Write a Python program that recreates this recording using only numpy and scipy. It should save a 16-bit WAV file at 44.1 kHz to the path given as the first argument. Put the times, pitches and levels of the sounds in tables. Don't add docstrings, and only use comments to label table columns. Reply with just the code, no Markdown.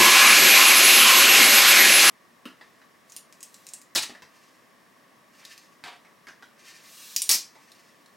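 import sys
import numpy as np
from scipy import signal
from scipy.fft import rfft, irfft, next_fast_len
from scipy.io import wavfile
from scipy.ndimage import map_coordinates

SR = 44100
rng = np.random.default_rng(int(sys.argv[2]) if len(sys.argv) > 2 else 0)


def put_to_file(sound):
    columns = np.atleast_2d(sound).T
    safe = np.clip(columns, -1, 1)
    whole_steps = np.round(safe * 32767)
    wavfile.write(sys.argv[1], SR, whole_steps.astype(np.int16))


N = 359856
TIME = np.arange(N) / SR

# centre in Hz, width in Hz, gain in dB.
DUCT_MODES = [(376, 20, 1), (572, 23, 7.5), (790, 32, 9), (1049.4, 130, 9.5), (2420, 90, 0.5),
              (2760, 65, 3.5), (4190, 610, 2.5), (6280, 330, 3.5), (8000, 400, 3)]
# frequency in Hz, side level in dB.
BACKGROUND_WIDTH = [(100, -3.5), (4500, -7), (15000, -22)]


def vacuum(cut_s=2.1, bump_t60=.5):
    # frequency in Hz, relative dB.
    air_spectrum = [(290, -43.5), (500, -11.5), (800, -10.5), (1050, -15), (1500, -5), (2360, 0.5),
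                    (3200, -2), (6500, -7), (8200, -9.5), (9600, -15), (10800, -8), (12500, -15.5),
                    (14500, -21), (16000, -27)]
    boom_spectrum = [(25, -35), (110, -33), (145, -11), (180, -22.5), (205, 1), (310, -0.5), (365, 4.5),
                     (470, -5), (800, -21), (2000, -59)]
    panel_spectrum = [(25, -20), (100, -12), (145, 2), (175, -11.5), (210, -4.5), (400, -11), (2000, -64)]
    # frequency in Hz, side level in dB.
    width = [(60, -31.5), (110, -27), (200, -17), (380, -19), (700, -21.5), (1290, -34), (2380, -28.5),
             (4400, -36.5), (8120, -32), (15000, -19.5)]
    # time in seconds, centre in Hz, level in dB.
    gap_path = [(0, 2260, -22.5), (.47, 2380, -18), (.82, 2500, -24.5), (1.0, 2482, -18),
                (1.15, 2580, -23.5), (1.28, 2520, -18.5), (1.52, 2230, -22.5), (1.68, 2450, -25),
                (1.81, 1980, -15.5), (2.08, 2550, -26.5)]
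    hollow_path = [(0, 1000, -25), (.33, 1400, -21), (.46, 1490, -31.5), (.6, 1250, -23.5),
                   (.87, 1350, -31.5), (1.1, 1380, -22.5), (1.25, 1350, -29), (1.83, 1550, -23.5),
                   (1.96, 1398, -36.5), (2.08, 1300, -22)]
    # start in seconds, level in dB.
    bumps = [(.003, -38), (.41, -43), (1.03, -54), (1.3, -47), (1.39, -49), (1.86, -47.5)]
    air = amp(-14.5 + .63 * wobble(25)) * noise(air_spectrum, width, lambda hz: peaks(DUCT_MODES, hz))
    gap = gap_resonance(gap_path, octaves=.19, waver_db=1.96)
    hollow = gap_resonance(hollow_path, octaves=.32, waver_db=1.5)
    shake = sum(amp(db - 60 * np.abs(TIME - s) / bump_t60) * (TIME > s) for s, db in bumps)
    steady_boom = amp(-35 + 1.4 * wobble(5.4))
    boom = np.hypot(steady_boom, amp(13) * shake) * noise(boom_spectrum, width)
    thump = shake * noise(panel_spectrum, width)
    sounding = np.clip((cut_s - TIME) * SR / 64, 0, 1)
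    return (air + gap + hollow + boom + thump + motor()) * sounding


def motor(blades=7, base_blade_hz=11790):
    # time in seconds, blade, bearing, shaft level in dB.
    levels = [(0, -25.5, -28.5, -27.5), (.19, -29.5, -29.5, -25), (.48, -23.5, -32.5, -29),
              (.6, -23.5, -28, -38), (.85, -26, -22.5, -35.5), (1.13, -23.5, -26.5, -37.5),
              (1.3, -28.5, -33.5, -36.5), (1.55, -22.5, -29, -38), (1.83, -26, -28, -29),
              (2.08, -30.5, -25.5, -32)]
    # centre in seconds, width in seconds, rise of the blade tone in Hz.
    surges = [(1.0, .11, 65), (1.66, .14, 30)]
    # multiple of the shaft speed, level in dB.
    harmonics = [(2, -35.5), (3, -34.5), (4, -34.5)]
    # multiple of the shaft speed, relative dB, phase jitter in radians.
    bearing_tones = [(6.53, 0, .5), (6.36, -6, 1.5)]

    def tone(phase, flutter_db=2.5):
        return unit(np.sin(phase) * amp(flutter_db * wobble(26)))

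    blade_db, bearing_db, shaft_db = curves(levels)
    surge_hz = sum(rise * np.exp(-.5 * ((TIME - s) / width) ** 2) for s, width, rise in surges)
    blade_hz = base_blade_hz + surge_hz + 6 * wobble(40)
    angle = 2 * np.pi * np.cumsum(blade_hz) / blades / SR
    shaft = amp(shaft_db) * tone(angle + .5 * wobble(25))
    overtones = sum(amp(db) * tone(k * angle) for k, db in harmonics)
    bearing = sum(amp(db) * tone(k * angle + jitter * wobble(120), flutter_db=4.5)
                  for k, db, jitter in bearing_tones)
    return shaft + overtones + amp(bearing_db) * bearing + amp(blade_db) * tone(blades * angle)


def gap_resonance(path, octaves, waver_db):
    centre_hz, db = curves(path)
    gain = amp(db + waver_db * wobble(14))
    centre_hz = centre_hz * 2 ** (.064 * wobble(14))
    hz, t, white = signal.stft(rng.standard_normal(N), SR, nperseg=2048)
    band = bell(hz[:, None], np.interp(t, TIME, centre_hz), octaves)
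    ducts = amp(peaks(DUCT_MODES, hz))[:, None]
    return gain * unit(signal.istft(white * band * ducts, SR, nperseg=2048)[1][:N])


def edge_strip():
    # start in seconds, strength in dB, ring in Hz.
    cracks = [(3.0986, -29.5, 7390), (3.1213, -23.5, 6500), (3.1646, -14, 9740), (3.3257, -28.5, 7830),
              (3.4066, -26, 7770), (3.4296, -16, 7920), (3.5433, -24, 7680), (3.6677, -20.5, 8000),
              (3.6889, -22.5, 7000), (3.736, -12.5, 7750), (3.8163, -28, 7360), (3.9505, -6.5, 6340),
              (3.9591, 2, 4350), (4.0248, -10, 4924), (5.4517, -20, 3824), (5.5785, -24.5, 4150),
              (7.1633, 3, 5346), (7.2195, 0, 9130), (7.2924, 6.5, 9380), (7.3136, 6, 6740),
              (7.7188, -29, 4240), (8.0606, -34.5, 4530)]
    # start and length in seconds, strength in dB, ring in Hz, knock and treble gain in dB.
    rips = [(3.954, .0033, -26, 4500, -4, 0), (3.959, .04, -27.5, 3420, -9, -9.5),
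            (4.029, .014, -35, 3490, -6.5, -8.5), (7.293, 0.023, -23, 4820, -16, 2.5),
            (7.312, .059, -25.5, 5570, -20.5, 1.5)]
    out = np.zeros((2, N))
    for s, db, ring_hz in cracks:
        force = contact(t60=.0098, chatter=.61)
        crack = strip_response(force, ring_hz, knock_db=-30 - .4 * db, treble_db=-2.5 + .12 * db)
        add(out, s, amp(db) * in_room(crack, wet_db=-2))
    t = np.arange(SR // 8) / SR
    for s, length, db, ring_hz, knock_db, treble_db in rips:
        force = slips(len(t), spiky_db=2) * np.clip(2 * (1 - t / length), 0, 1)
        rip = strip_response(force, ring_hz, knock_db, treble_db)
        add(out, s, amp(db) * np.sqrt(length * SR) * in_room(rip, wet_db=-2.5, drawer_db=-6))
    return out * amp([[.25], [-.25]])


def strip_response(force, ring_hz, knock_db, treble_db):
    # frequency in Hz, relative dB.
    strip = [(40, -56), (200, -30.5), (1400, -27), (2500, -3), (3300, -5), (5000, 1), (9500, -1.5),
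             (13000, -4), (16000, -7.5)]
    board = [(25, -40), (80, -16.5), (230, 2), (450, -2), (750, -1), (1050, 3), (1450, 1), (1900, 5.5),
             (3000, -17.5), (8000, -34), (16000, -49)]
    colour = lambda hz: 8 * bell(hz, ring_hz, octaves=.25) + treble_db * bell(hz, 15000, octaves=.54)
    return coloured(force, strip, colour) + amp(knock_db) * coloured(force, board)


def taps():
    # start in seconds, strength in dB, resonance in Hz, relative thud in dB.
    strikes = [(2.455, -20, 2780, 0), (2.484, -32.5, 956, -2), (2.612, -26.5, 1940, -26),
               (2.817, -33.5, 1800, -26), (4.096, -22, 619, -4), (4.15, -26, 1910, -20),
               (4.222, -25.5, 2530, -21.5), (5.415, -33.5, 2420, -24), (5.839, -17.5, 920, -30.5),
               (6.049, -33, 2220, -30), (6.27, -24.5, 1710, -24), (6.285, -23, 1710, -25),
               (6.425, -26, 1670, -23.5), (7.555, -31.5, 864, -17)]
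    # frequency in Hz, relative dB.
    nail = [(40, -20), (150, -6.5), (500, -5), (950, -0.5), (1800, -1), (3200, -6.5), (6000, -12.5),
            (10000, -23.5), (16000, -30.5)]
    finger = [(60, -49), (150, -10), (240, 1.5), (400, -9), (700, -14), (2000, -41)]
    out = np.zeros((2, N))
    for s, db, ring_hz, thud_db in strikes:
        force = contact(t60=.013, chatter=.83)
        click = coloured(force, nail, lambda hz: 7.2 * bell(hz, ring_hz, octaves=.16))
        thud = amp(thud_db) * coloured(force, finger)
        add(out, s, amp(db) * in_room(click + thud, wet_db=4.5, drawer_db=.5))
    return out


def sleeves():
    # start in seconds, length in seconds, level in dB.
    strokes = [(2.55, .4, -74), (4.25, .45, -65.5), (5.3, 0.51, -57), (6.55, .5, -55), (7.4, .85, -64.5)]
    # frequency in Hz, relative dB.
    cloth = [(710, -46), (1200, -15.5), (1570, -1), (2040, -3), (2790, -2), (3080, -6.5), (5300, -4),
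             (16000, -22.5)]
    gain = sum(amp(db) * swell(s, .25 * length, s + length, .75 * length) for s, length, db in strokes)
    return friction(gain, cloth, spiky_db=3, uneven_db=3)


def palm(start_s=5.845, length_s=.14, fall_db_per_s=101):
    # frequency in Hz, relative dB.
    skin = [(120, -52), (200, -40), (353, -9), (646, -18), (719, -2.5), (875, -12), (922, 2), (1010, -8.5),
            (3440, -12.5), (14000, -39)]
    slowing = amp(-43 - fall_db_per_s * np.abs(TIME - start_s))
    touching = swell(start_s, .012, start_s + length_s, .02)
    return friction(slowing * touching, skin, spiky_db=0, uneven_db=4)


def peel(rise_s=.25):
    # start in seconds, end in seconds, level in dB.
    pulls = [(3.05, 3.2, -52.5), (3.277, 3.8, -65), (6.784, 7.29, -49)]
    # frequency in Hz, relative dB.
    glue = [(710, -48.5), (1200, -13.5), (1570, -6.5), (2110, -12), (2480, -6), (4550, -2), (4960, -2.5),
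            (14200, -8), (16000, -11.5)]
    gain = sum(amp(db) * swell(start, rise_s, end, .015) for start, end, db in pulls)
    return friction(gain, glue, spiky_db=.5, uneven_db=0)


def in_room(x, wet_db, drawer_db=-3, drawer_t60=.12):
    # frequency in Hz, reverberation time in seconds.
    decay_times = [(200, 0.21), (1400, 0.27), (4000, .28), (10000, 0.23), (16000, .17)]
    # mean delay in seconds, gain as a factor.
    echoes = [(.0017, 0.21), (.0034, .5), (.0055, .3)]
    # frequency in Hz, side level in dB.
    width = [(200, -11), (1200, -12), (2400, -26), (16000, -28)]
    hz, t, white = signal.stft(rng.standard_normal((2, SR // 2)), SR, nperseg=256)
    decay = amp(-60 * t / along(decay_times, hz)[:, None])
    onset = 1 - np.exp(-t / .002)
    tail = signal.istft(white * decay * onset, SR, nperseg=256)[1]
    tail *= amp(wet_db) / np.linalg.norm(tail[0])
    flutter = rng.standard_normal(tail.shape) * amp(-60 * TIME[:tail.shape[1]] / drawer_t60)
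    flutter *= amp(drawer_db) / np.linalg.norm(flutter[0])
    response = spread(tail + flutter, width)
    response[:, 0] += 1
    for delay, gain in echoes:
        response[:, int(delay * SR * rng.uniform(.85, 1.15))] += gain
    return signal.fftconvolve(x[None], response, axes=1)


def room_hum():
    # frequency in Hz, relative dB.
    spectrum = [(25, -36.5), (60, -23), (160, -3.5), (240, -1), (450, -6.5), (630, -3.5), (800, -9),
                (1100, -3.5), (1400, -11.5), (1800, -5), (2480, -13.5), (5000, -19.5), (10000, -23),
                (16000, -26)]
    # centre in Hz, width in Hz, gain in dB.
    modes = [(616, 55, -0.5), (1950, 110, 1.5), (5450, 500, 4.5)]
    return amp(-58.5) * noise(spectrum, BACKGROUND_WIDTH, lambda hz: peaks(modes, hz))


def fan():
    # frequency in Hz, relative dB.
    whirr = [(700, -41.5), (1040, -12.5), (1130, 5), (1220, -14.5), (1700, -40)]
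    return amp([[-65], [-76]]) * noise(whirr, BACKGROUND_WIDTH)


def contact(t60, chatter):
    t = np.arange(SR // 12) / SR
    force = rng.standard_normal(len(t)) * amp(-60 * t / t60)
    force *= chatter / np.linalg.norm(force)
    force[0] += 1
    return force


def slips(n, spiky_db):
    return rng.standard_normal(n) * amp(spiky_db * np.minimum(rng.exponential(size=n), 5))


def friction(gain, spectrum, spiky_db, uneven_db):
    hiss = unit(coloured(slips(N, spiky_db), spectrum))
    pressure = amp(uneven_db * wobble(45))
    return in_room(hiss * gain * pressure, wet_db=-7)[:, :N]


def noise(spectrum, width, extra_db=lambda hz: 0):
    return unit(spread(coloured(rng.standard_normal((2, N)), spectrum, extra_db), width))


def coloured(x, spectrum, extra_db=lambda hz: 0):
    n = x.shape[-1]
    m = 2 * next_fast_len(n // 2 + 2048)
    hz = np.fft.rfftfreq(m, 1 / SR)
    cepstrum = irfft(np.log(amp(along(spectrum, hz) + extra_db(hz))))
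    cepstrum[1:m // 2] *= 2
    cepstrum[m // 2 + 1:] = 0
    y = irfft(rfft(x, m) * np.exp(rfft(cepstrum)))[..., :n]
    return y / np.sqrt(np.mean(np.sum(y ** 2, axis=-1)))


def spread(pair, width):
    n = pair.shape[1]
    m = next_fast_len(n)
    side_gain = amp(along(width, np.fft.rfftfreq(m, 1 / SR)))
    side = irfft(rfft(pair[1], m) * side_gain, m)[:n]
    return np.array([pair[0] + side, pair[0] - side])


def peaks(modes, hz):
    return sum(db / (1 + (2 * (hz - centre) / width) ** 2) for centre, width, db in modes)


def bell(hz, centre_hz, octaves):
    return np.exp(-.5 * (np.log2((hz + 1) / centre_hz) / octaves) ** 2)


def along(points, hz):
    frequencies, values = np.transpose(points)
    return np.interp(np.log(hz + 1), np.log(frequencies + 1), values)


def curves(rows):
    times, *columns = np.transpose(rows)
    return [np.interp(TIME, times, column) for column in columns]


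def swell(start, rise, end, fall):
    return np.clip((TIME - start) / rise, 0, 1) * np.clip((end - TIME) / fall, 0, 1)


def wobble(rate):
    return map_coordinates(rng.standard_normal(int(N * rate / SR) + 4), [TIME * rate])


def amp(db):
    return 10 ** (np.asarray(db) / 20)


def unit(x):
    return x / np.sqrt(np.mean(x ** 2) + 1e-20)


def add(out, start_s, x):
    part = out[:, round(start_s * SR):][:, :x.shape[1]]
    part += x[:, :part.shape[1]]


def scene():
    background = room_hum() + fan()
    return vacuum() + edge_strip() + taps() + sleeves() + palm() + peel() + background


def record(dry, ceiling=.9, top_hz=15900):
    rounded = dry / (1 + np.abs(dry / ceiling) ** 8) ** (1 / 8)
    m = next_fast_len(N + SR // 2)
    passband = np.fft.rfftfreq(m, 1 / SR) < top_hz
    return irfft(rfft(rounded, m) * passband, m)[:, :N]


dry = scene()
out = record(dry)
put_to_file(out)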